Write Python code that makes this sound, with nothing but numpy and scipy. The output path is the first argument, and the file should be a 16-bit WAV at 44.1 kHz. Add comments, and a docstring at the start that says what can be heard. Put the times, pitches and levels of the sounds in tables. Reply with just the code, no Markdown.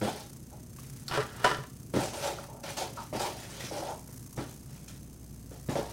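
"""Hands dig through foam peanuts in an open carton: slip noise, squeaks and ringing thuds from walls and flaps.
After a second a plastic blister pack scrapes onto a closed box and clacks, its shell and the lid ringing.
Then the digging resumes: foam rustles, the wall rubs in gliding resonances, flaps bump and edges tick.
Throughout, a small quiet room answers with echoes and a low rumble; the mains hum grows towards the end.
The camera's electronics add hiss of dense random clicks in a fast flutter; two sines make a thin whine."""
import sys
import numpy as np
from scipy import signal
from scipy.fft import rfft, irfft
from scipy.io import wavfile
from scipy.ndimage import uniform_filter1d

SR = 44100
rng = np.random.default_rng(int(sys.argv[2]) if len(sys.argv) > 2 else 0)


def unload_wav(signal):
    """Save mono or channel-first audio to the path in sys.argv[1] as 16-bit WAV at rate SR, clipped to [-1, 1]."""
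    wavfile.write(
        sys.argv[1],
        SR,
        np.round(np.clip(np.atleast_2d(signal).T, -1, 1) * 32767).astype(np.int16),
    )


N = 261072
T = np.arange(N) / SR

# Levels in the tables are relative; each layer's mixing gains and the room come on top.
# strokes of the hand through the peanuts: [start t/s, push length t/s, foam level/dB, wall rub level/dB]
STROKES = [(.008, 0.048, -44.5, -37.5), (.072, 0.01, -43, -39.5), (.15, 0.034, -51, -48.5),
           (.51, 0.037, -72, -55.5), (.76, 0.88, -64.5, -87), (1.935, 0.086, -41, -38.5),
           (2.02, 0.024, -42.5, -41.5), (2.125, 0.12, -43.5, -42.5), (2.22, 0.059, -40.5, -35.5),
           (2.36, 0.051, -54.5, -48.5), (2.48, 0.089, -83, -51.5), (2.63, 0.075, -44, -44),
           (2.765, 0.019, -38, -37), (2.81, 0.0086, -48.5, -37.5), (2.95, 0.068, -53.5, -53),
           (3.126, 0.046, -45.5, -39.5), (3.19, 0.07, -39.5, -35.5), (3.36, 0.09, -50, -53),
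           (3.485, 0.12, -48.5, -53), (3.596, 0.068, -46, -52.5), (3.715, 0.069, -46.5, -40),
           (3.82, 0.048, -49, -43), (3.875, 0.024, -56, -42), (4.37, 0.016, -51, -43.5),
           (4.46, 0.035, -60.5, -62), (4.68, 0.11, -62.5, -66), (4.874, 0.014, -54, -64),
           (5.51, 0.049, -62.5, -56), (5.69, 0.009, -43.5, -36.5), (5.752, 0.02, -45.5, -31.5),
           (5.85, 0.068, -53, -56)]
# spectrum of foam scraping on foam: [f/Hz, level/dB per Hz]
FOAM_SPECTRUM = [(300, -18), (1000, 1), (1500, 2), (2600, -1), (4000, -2), (6000, -2), (7500, -10),
                 (9200, -7), (11500, -12), (16000, -16.5)]
# resonances of the rubbed carton wall: [f/Hz, width f/Hz, level/dB]
WALL_MODES = [(338.6, 30, 2.5), (428, 57, -0.5), (573, 51, 3.5), (675, 93, -0.5), (766, 69, 2.5),
              (898, 69, 1), (1050, 470, -10)]
# glide of the wall's resonances as the hand moves along it: [t/s, shift/semitones]
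WALL_GLIDE = [(.03, -2), (.085, 1), (2.06, 0.16), (3.14, -0.5), (3.25, 1.27), (3.72, -2.5), (3.92, 1.5),
              (5.7, -2), (5.78, 0.4)]
# bumps on the carton and its flaps: [t/s, level/dB, contact brightness f/Hz, chatter length t/s]
BUMPS = [(.014, -33, 1380, 0), (.023, -25, 237, .032), (0.075, -38.5, 2000, 0), (1.938, -26, 427, 0),
         (1.949, -27.5, 400, 0), (1.960, -23.5, 420, .016), (1.984, -33.5, 700, .016), (2.124, -40, 200, 0),
         (3.128, -38.5, 1000, 0), (3.147, -36, 400, .02), (3.637, -34.5, 162, 0), (3.718, -41, 700, 0),
         (4.089, -48.5, 900, 0), (4.375, -25, 68.4, 0), (4.383, -29, 108, .012), (4.378, -41, 1690, .035),
         (4.411, -31, 128, 0), (5.514, -43, 330, 0), (5.687, -21, 130, 0), (5.719, -35, 400, 0),
         (5.755, -31.5, 2300, 0), (5.789, -35, 1000, 0)]
# ringing modes of the open carton: [f/Hz, level/dB, t60 t/s]
CARTON_MODES = [(138.3, -0.5, 0.091), (243.5, -0.5, 0.1), (278.6, -1, 0.059), (343.7, 0.5, 0.077),
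                (456, 2.5, 0.056), (630, 6, 0.017), (650, -8.5, 0.032), (950, -7, 0.046),
                (1324, -12, 0.073), (2160, 1.5, 0.017)]
# spectrum of crackle in thin, stiff card or plastic: [f/Hz, level/dB per Hz]
SHEET_SPECTRUM = [(350, 7.5), (700, 4.5), (1250, 8), (1850, 5), (2250, -4.5), (3000, -2), (3900, -6),
                  (5400, -8), (7000, -15.5), (9000, -13.5), (12000, -25), (16000, -29)]
# the blister pack touches down and rocks: [t/s, level/dB, contact brightness f/Hz]
CLACKS = [(1.112, -35.5, 5000), (1.122, -35.5, 9000), (1.153, -49, 8000), (1.174, -27, 2600),
          (1.1805, -32, 1400), (1.4425, -28, 3980), (1.4455, -20.5, 5100), (1.4495, -27, 3000),
          (1.4525, -23, 2000), (1.4615, -25, 3500), (1.468, -32, 6000), (1.504, -33, 4000),
          (1.513, -29.5, 3500), (1.538, -39, 2500), (1.546, -33, 3500), (1.584, -42, 4500),
          (1.637, -45.5, 5000)]
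# ringing modes of its plastic shell: [f/Hz, level/dB, t60 t/s]
PACK_MODES = [(615, -2.5, 0.055), (752, -2.5, 0.052), (982, -1.5, 0.078), (1054, -11, 0.18),
              (1196, -9.5, 0.2), (1353, -12, 0.17), (1450, -16, 0.12), (1760, -14, 0.14),
              (2910, -4.5, 0.019)]
# the pack is pushed over the lid: [start t/s, push length t/s, level/dB]
SLIDES = [(1.082, 0.014, -53.5), (1.11, 0.04, -43), (1.185, 0.011, -49), (1.28, 0.17, -54.5),
          (1.442, 0.03, -42)]
# pack and fingers knock on the closed box: [t/s, level/dB, contact brightness f/Hz]
KNOCKS = [(1.111, -25, 60), (1.174, -29, 900), (1.181, -34.5, 900), (1.4455, -32, 900), (1.513, -31.5, 400),
          (1.586, -24, 65)]
# ringing modes of its hollow lid: [f/Hz, level/dB, t60 t/s]
LID_MODES = [(140.5, -2, 0.18), (424.6, 0.5, 0.13), (575, 1.5, 0.14)]
# foam squeaks: [t/s, level/dB, pitch f/Hz, fade length t/s]
SQUEAKS = [(0.075, -29, 810, 0.019), (2.001, -33, 790, 0.021), (2.386, -36.5, 1270, 0.006),
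           (2.973, -39, 920, 0.052), (2.971, -41.5, 1260, 0.056), (3.127, -32.5, 590, 0.017),
           (3.233, -32.5, 790, 0.013), (3.712, -31, 600, 0.0077), (3.757, -39, 608.6, 0.02),
           (3.821, -37, 764, 0.018), (3.907, -37.5, 894, 0.027)]
# small sharp ticks: [t/s, level/dB, ring f/Hz]
TICKS = [(0.206, -35.5, 4500), (0.786, -32, 1100), (0.841, -45, 2270), (1.081, -25, 4360),
         (1.082, -29, 1260), (2.142, -37, 2630), (2.439, -28, 1020), (3.605, -28.5, 1830),
         (4.366, -40, 6150), (4.882, -37, 6570)]
# decay time of the room: [f/Hz, t60 t/s]
ROOM_T60 = [(150, 0.39), (1000, 0.21), (4000, 0.38), (12000, 0.34)]
# spectrum of the room rumble: [f/Hz, level/dB per Hz]
RUMBLE_SPECTRUM = [(25, -12), (45, -20), (65, -8), (85, -5), (130, 2), (180, -6.5), (240, -6), (320, -13.5),
                   (450, -20), (800, -29.5), (1500, -37.5), (3500, -40), (16000, -43.5)]
# mains hum, growing at the end: [t/s, level/dB]
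HUM_LEVEL = [(0, -57.5), (4.3, -57.5), (5.3, -52.5), (5.92, -49)]
# steady whine: [f/Hz, level/dB]
WHINE = [(6315, -71), (8118, -74)]
# spectrum of the fluttering electronic hiss: [f/Hz, level/dB per Hz]
HISS_SPECTRUM = [(1000, -0.5), (3500, -10), (5000, -0.5), (6400, 3), (7400, 1.5), (9000, 2.5), (11000, 0.5),
                 (16000, -4)]
# slow wavering of the hiss: [t/s, level/dB]
HISS_LEVEL = [(0, -58), (.68, -64), (.8, -58.5), (1.8, -61), (2.6, -63), (2.8, -59.5), (3.8, -61.5),
              (4.25, -62), (5.3, -66.5), (5.6, -62.5)]
# swells of the hiss in each flutter cycle: [from t/s, to t/s, start in cycle 0-1, share of cycle, level/dB]
FLUTTER = [(0, 3.9, .86, .32, 7.5), (3.9, 6, .15, .22, 9), (3.9, 6, .7, .2, 10), (3.9, 6, .9, .25, 4.5)]

GRIP_S = 0.0074  # a push takes hold this quickly
TRICKLE_DB, TRICKLE_S = -12, 0.066  # a few pieces trickle on after a push
FOAM_SWELL_DB, FOAM_SETTLE_S = 2.5, 0.047  # rise during a push, and settling after it
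WALL_SWELL_DB, WALL_SETTLE_S = 1, 0.046
SLIDE_SWELL_DB, SLIDE_STOP_S = 13, 0.033  # the pack scrapes louder as it gathers speed
PIECE_RUBS_PER_S, PIECE_RUB_S = 70, 0.048  # rate of single-piece rasps, and their mean decay time
WALL_LOW_HZ, WALL_HIGH_HZ = 270, 1320  # the wall radiates mainly between these
CHATTER_GAP_S, CHATTER_LOSS_DB = 0.0096, 0.4  # a loose flap touches again, a little weaker each time
SQUEAK_SAG = 0.05  # a squeak starts this share sharp
SPOTS, SPOT_CHANGES_PER_S = 6, 70  # the sound keeps moving between spots in the carton and on the box
HUM_HZ, FLUTTER_HZ = 60, 29.98
CUTOFF_HZ = 15900


def foam():
    """Peanuts scrape in clumps of slips, denser when dug harder; single pieces rasp and cell walls snap."""
    level = pushes(STROKES, FOAM_SWELL_DB, FOAM_SETTLE_S, axis=2)
    effort = level / level.max()
    clumps = from_db(1.8 * drift(140))
    scrape = colour(slips(600 + 7000 * effort, spread_db=1.5), FOAM_SPECTRUM) * clumps
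    crunch = np.zeros(N)
    for hz in np.geomspace(1500, 9000, 10):
        snaps = slips(15 + 40 * effort, spread_db=2.0)
        crunch += resonate(snaps, hz, hz / 8)
    pieces = from_db(-6) * piece_rubs() + from_db(-9) * rms_one(crunch)
    return level * (from_db(-1.0) * rms_one(scrape) + pieces)


def piece_rubs():
    """One peanut at a time catches on its neighbour: a sudden, short rasp with its own pitch and length."""
    out, t = np.zeros(N), T[:SR // 16]
    rasp = slips(2500, spread_db=2.0)
    chances = rng.random((int(N / SR * PIECE_RUBS_PER_S), 4))
    for k, (when, pitch, length, size) in enumerate(chances):
        s = (k + when) / PIECE_RUBS_PER_S
        hz = 1300 * 7 ** pitch
        grit = rasp.take(int(s * SR) + np.arange(len(t)), mode="wrap")
        fade = np.exp(-t / (PIECE_RUB_S * (.5 + length)))
        add(out, s, from_db(10 * size) * resonate(grit * fade, hz, hz / 8))
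    return rms_one(out)


def wall_rub():
    """Hand and foam drag on cardboard, which answers in hollow resonances that glide with the contact point."""
    drag = slips(2500, spread_db=2.0)
    shifts_db = [1.5 * drift(30) for mode in WALL_MODES]
    wall = np.zeros(N)
    for k, (hz, width, db) in enumerate(WALL_MODES):
        wall += (-1) ** k * from_db(db + shifts_db[k]) * resonate(drag, hz, width)
    wall = signal.sosfilt(signal.butter(2, (WALL_LOW_HZ, WALL_HIGH_HZ), "band", fs=SR, output="sos"), wall)
    # reading the sound faster or slower shifts all resonances together
    speed = 2 ** (np.interp(T, *np.transpose(WALL_GLIDE)) / 12)
    wall = np.interp(np.cumsum(speed) % N, np.arange(N), wall)
    return pushes(STROKES, WALL_SWELL_DB, WALL_SETTLE_S, axis=3) * rms_one(wall)


def carton_bumps():
    """Contacts ring the carton: dull thuds of the walls and chattering flaps, with a papery edge."""
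    touches = []
    for s, db, hz, length in BUMPS:
        for k in range(1 + int(max(length, 0) / CHATTER_GAP_S)):
            touches.append((s + k * CHATTER_GAP_S, db - k * CHATTER_LOSS_DB, hz))
    body, crackle = strike(touches, CARTON_MODES, crack_s=0.037)
    return body + from_db(3.5) * colour(crackle, SHEET_SPECTRUM)


def blister_pack():
    """Thin plastic scrapes over the lid by stick-slip, slaps down and rocks; knocks ring the hollow box."""
    shell, crackle = strike(CLACKS, PACK_MODES, crack_s=0.0041)
    lid, _ = strike(KNOCKS, LID_MODES, crack_s=1)
    slap = from_db(13.5) * colour(crackle, SHEET_SPECTRUM)
    drag = slips(1200, spread_db=2.5)
    sung = rms_one(sum(from_db(db) * ring(drag, hz, t60) for hz, db, t60 in PACK_MODES))
    scrape = from_db(11.0) * colour(drag, SHEET_SPECTRUM) + from_db(-13.0) * sung
    return shell + lid + slap + pushes(SLIDES, SLIDE_SWELL_DB, SLIDE_STOP_S, axis=2) * scrape


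def squeaks():
    """Foam sticks and slips almost regularly for a moment: a short, rough tone that sags in pitch."""
    out = np.zeros(N)
    for s, db, hz, length in SQUEAKS:
        age = np.maximum(T - s, 0) / length
        swell = np.minimum(age * 20, 1) * np.exp(-age ** 2) * from_db(2.5 * drift(500))
        pitch = hz * (1 + SQUEAK_SAG * np.exp(-5 * age) + .085 * drift(900))
        out += from_db(db) * swell * np.sin(2 * np.pi * np.cumsum(pitch) / SR)
    return out


def ticks():
    """Stiff edges snap: a fast-fading noise burst with a brief bright ring."""
    out, t = np.zeros(N), T[:SR // 20]
    for (s, db, hz), grit in zip(TICKS, rng.standard_normal((len(TICKS), len(t)))):
        snap = grit * np.exp(-t / 0.0058)
        add(out, s, from_db(db) * (0.12 * snap + 1.9 * resonate(snap, hz, hz / 6)))
    return out


def stroke(start, length, swell_db, settle_s):
    """Gain of one push: quick grip, a swell while it lasts, a fast release and a faint slower tail."""
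    age, after = np.maximum(T - start, 0), np.maximum(T - start - length, 0)
    push = np.minimum(age / GRIP_S, 1) * from_db(swell_db * (np.minimum(age / length, 1) - 1))
    trickle = from_db(TRICKLE_DB)
    return push * ((1 - trickle) * np.exp(-after / settle_s) + trickle * np.exp(-after / TRICKLE_S))


def pushes(rows, swell_db, settle_s, axis):
    """Gain over time of a table of pushes, levels in column axis; overlapping pushes add in power."""
    power = np.zeros(N)
    for row in rows:
        power += (from_db(row[axis]) * stroke(row[0], row[1], swell_db, settle_s)) ** 2
    return np.sqrt(power)


def strike(contacts, modes, crack_s):
    """Contacts ring a body's modes and crackle briefly at each touch; soft contacts push for longer."""
    force, crackle, t = np.zeros(N), np.zeros(N), T[:SR // 10]
    for (s, db, bright_hz), grit in zip(contacts, rng.standard_normal((len(contacts), len(t)))):
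        push = t * np.exp(-2 * np.pi * bright_hz * 2 * t)
        add(force, s, from_db(db) * push / push.sum())
        add(crackle, s, from_db(db) * np.sqrt(bright_hz / SR) * grit * np.exp(-t / crack_s))
    body = np.zeros(N)
    for k, (hz, db, t60) in enumerate(modes):
        body += (-1) ** k * from_db(db) * ring(force, hz, t60)
    return body, crackle


def slips(per_s, spread_db):
    """Random clicks of very uneven size, as in stick-slip friction; rms 1."""
    sizes = from_db(spread_db * np.minimum(rng.exponential(1, N), 4)) * rng.choice([-1, 1], N)
    happens = rng.random(N) < per_s / SR
    return rms_one(sizes * happens / np.sqrt(per_s))  # the root keeps the power even at any rate


def ring(x, hz, t60):
    """A damped mode: a unit click sets a sine of height 1 ringing."""
    r, w = from_db(-60 / (t60 * SR)), 2 * np.pi * hz / SR
    return signal.lfilter([0, np.sin(w)], [1, -2 * r * np.cos(w), r * r], x + 1e-18)


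def resonate(x, hz, width_hz):
    """A resonance with gain 1 on top."""
    r = np.exp(-np.pi * width_hz / SR)
    feedback = [1, -2 * r * np.cos(2 * np.pi * hz / SR), r * r]
    return signal.lfilter(np.array([1, 0, -1]) * (1 - r * r) / 2, feedback, x + 1e-18)


def colour(x, spectrum):
    """Shape by a spectrum, keeping the power of white noise; the bass below the table falls away."""
    hz = np.arange(len(x) // 2 + 1) * SR / len(x)
    gain = from_db(at_hz(spectrum, hz)) * np.minimum(hz / spectrum[0][0], 1) ** 2
    return irfft(rfft(x) * rms_one(gain), len(x))


def drift(rate):
    """Random wandering at unit rms, with rate turning points a second joined by straight lines."""
    knots = rng.standard_normal(N // 20)
    return rms_one(np.interp(T * rate, np.arange(len(knots)), knots))


def add(out, s, sound):
    """Mix a short sound in at time s."""
    i = max(round(s * SR), 0)
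    out[i:i + len(sound)] += sound[:N - i]


def from_db(db):
    """Decibels to gain."""
    return 10 ** (np.asarray(db) / 20)


def rms_one(x):
    """Scale to unit power."""
    return x / np.sqrt(np.mean(x ** 2) + 1e-20)


def at_hz(points, hz):
    """Read a table on a log-frequency axis."""
    freqs, values = np.transpose(points)
    return np.interp(np.log(np.maximum(hz, 1)), np.log(freqs), values)


def room(x, wet_db, early_db, early_s):
    """Desk and boxes scatter the treble, then a tail decays band by band; each spot has its own echoes."""
    t = T[:SR // 2]
    edges = np.geomspace(60, 16000, 9)
    spot = rng.integers(0, SPOTS, N)[(T * SPOT_CHANGES_PER_S).astype(int)]
    out = x.copy()
    for k in range(SPOTS):
        tail = 0
        for low, high in zip(edges, edges[1:]):
            band_filter = signal.butter(2, [low, high], "band", fs=SR, output="sos")
            band = signal.sosfilt(band_filter, rng.standard_normal(len(t)))
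            tail = tail + band * from_db(-60 * t / at_hz(ROOM_T60, np.sqrt(low * high)))
        scatter = rng.standard_normal(len(t)) * np.exp(-t / early_s) * (t > .001)
        early = signal.sosfilt(signal.butter(1, 1500, "high", fs=SR, output="sos"), scatter)
        response = from_db(wet_db) * rms_one(tail * (t > .004)) + from_db(early_db) * rms_one(early)
        # smooth fades between spots
        here = np.sin(np.pi / 2 * uniform_filter1d((spot == k) * 1., SR // SPOT_CHANGES_PER_S))
        out += signal.fftconvolve(x * here, response / np.sqrt(len(t)))[:N]
    return out


def background():
    """Noise rumble, sines for hum and whine, and gritty electronic hiss fluttering about thirty times a second."""
    rumble = from_db(-47.5) * colour(rng.standard_normal(N), RUMBLE_SPECTRUM)
    tones = [(HUM_HZ, np.interp(T, *np.transpose(HUM_LEVEL)))] + WHINE
    steady = np.zeros(N)
    for hz, db in tones:
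        steady += from_db(db) * np.sqrt(2) * np.sin(2 * np.pi * (hz * T + rng.random()))
    swell_db = np.zeros(N)
    for start, end, phase, share, db in FLUTTER:
        in_swell = (T * FLUTTER_HZ - phase) % 1 < share
        swell_db += db * ((T >= start) & (T < end) & in_swell)
    flicker_db = 1.3 * drift(90)
    hiss_gain = from_db(np.interp(T, *np.transpose(HISS_LEVEL)) + swell_db + flicker_db)
    hiss = hiss_gain * colour(slips(20000, spread_db=7.5), HISS_SPECTRUM)
    return rumble + steady + hiss


def scene():
    """Everything handled on the desk sounds in the same room, over the background."""
    handling = foam() + wall_rub() + carton_bumps() + blister_pack() + squeaks() + ticks()
    return (room(handling, wet_db=-6.0, early_db=-6.5, early_s=0.0044) + background())[None]


def record(dry):
    """A steep low-pass cuts the top."""
    return signal.sosfilt(signal.ellip(12, .1, 70, CUTOFF_HZ, fs=SR, output="sos"), dry)


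dry = scene()
out = record(dry)
unload_wav(out)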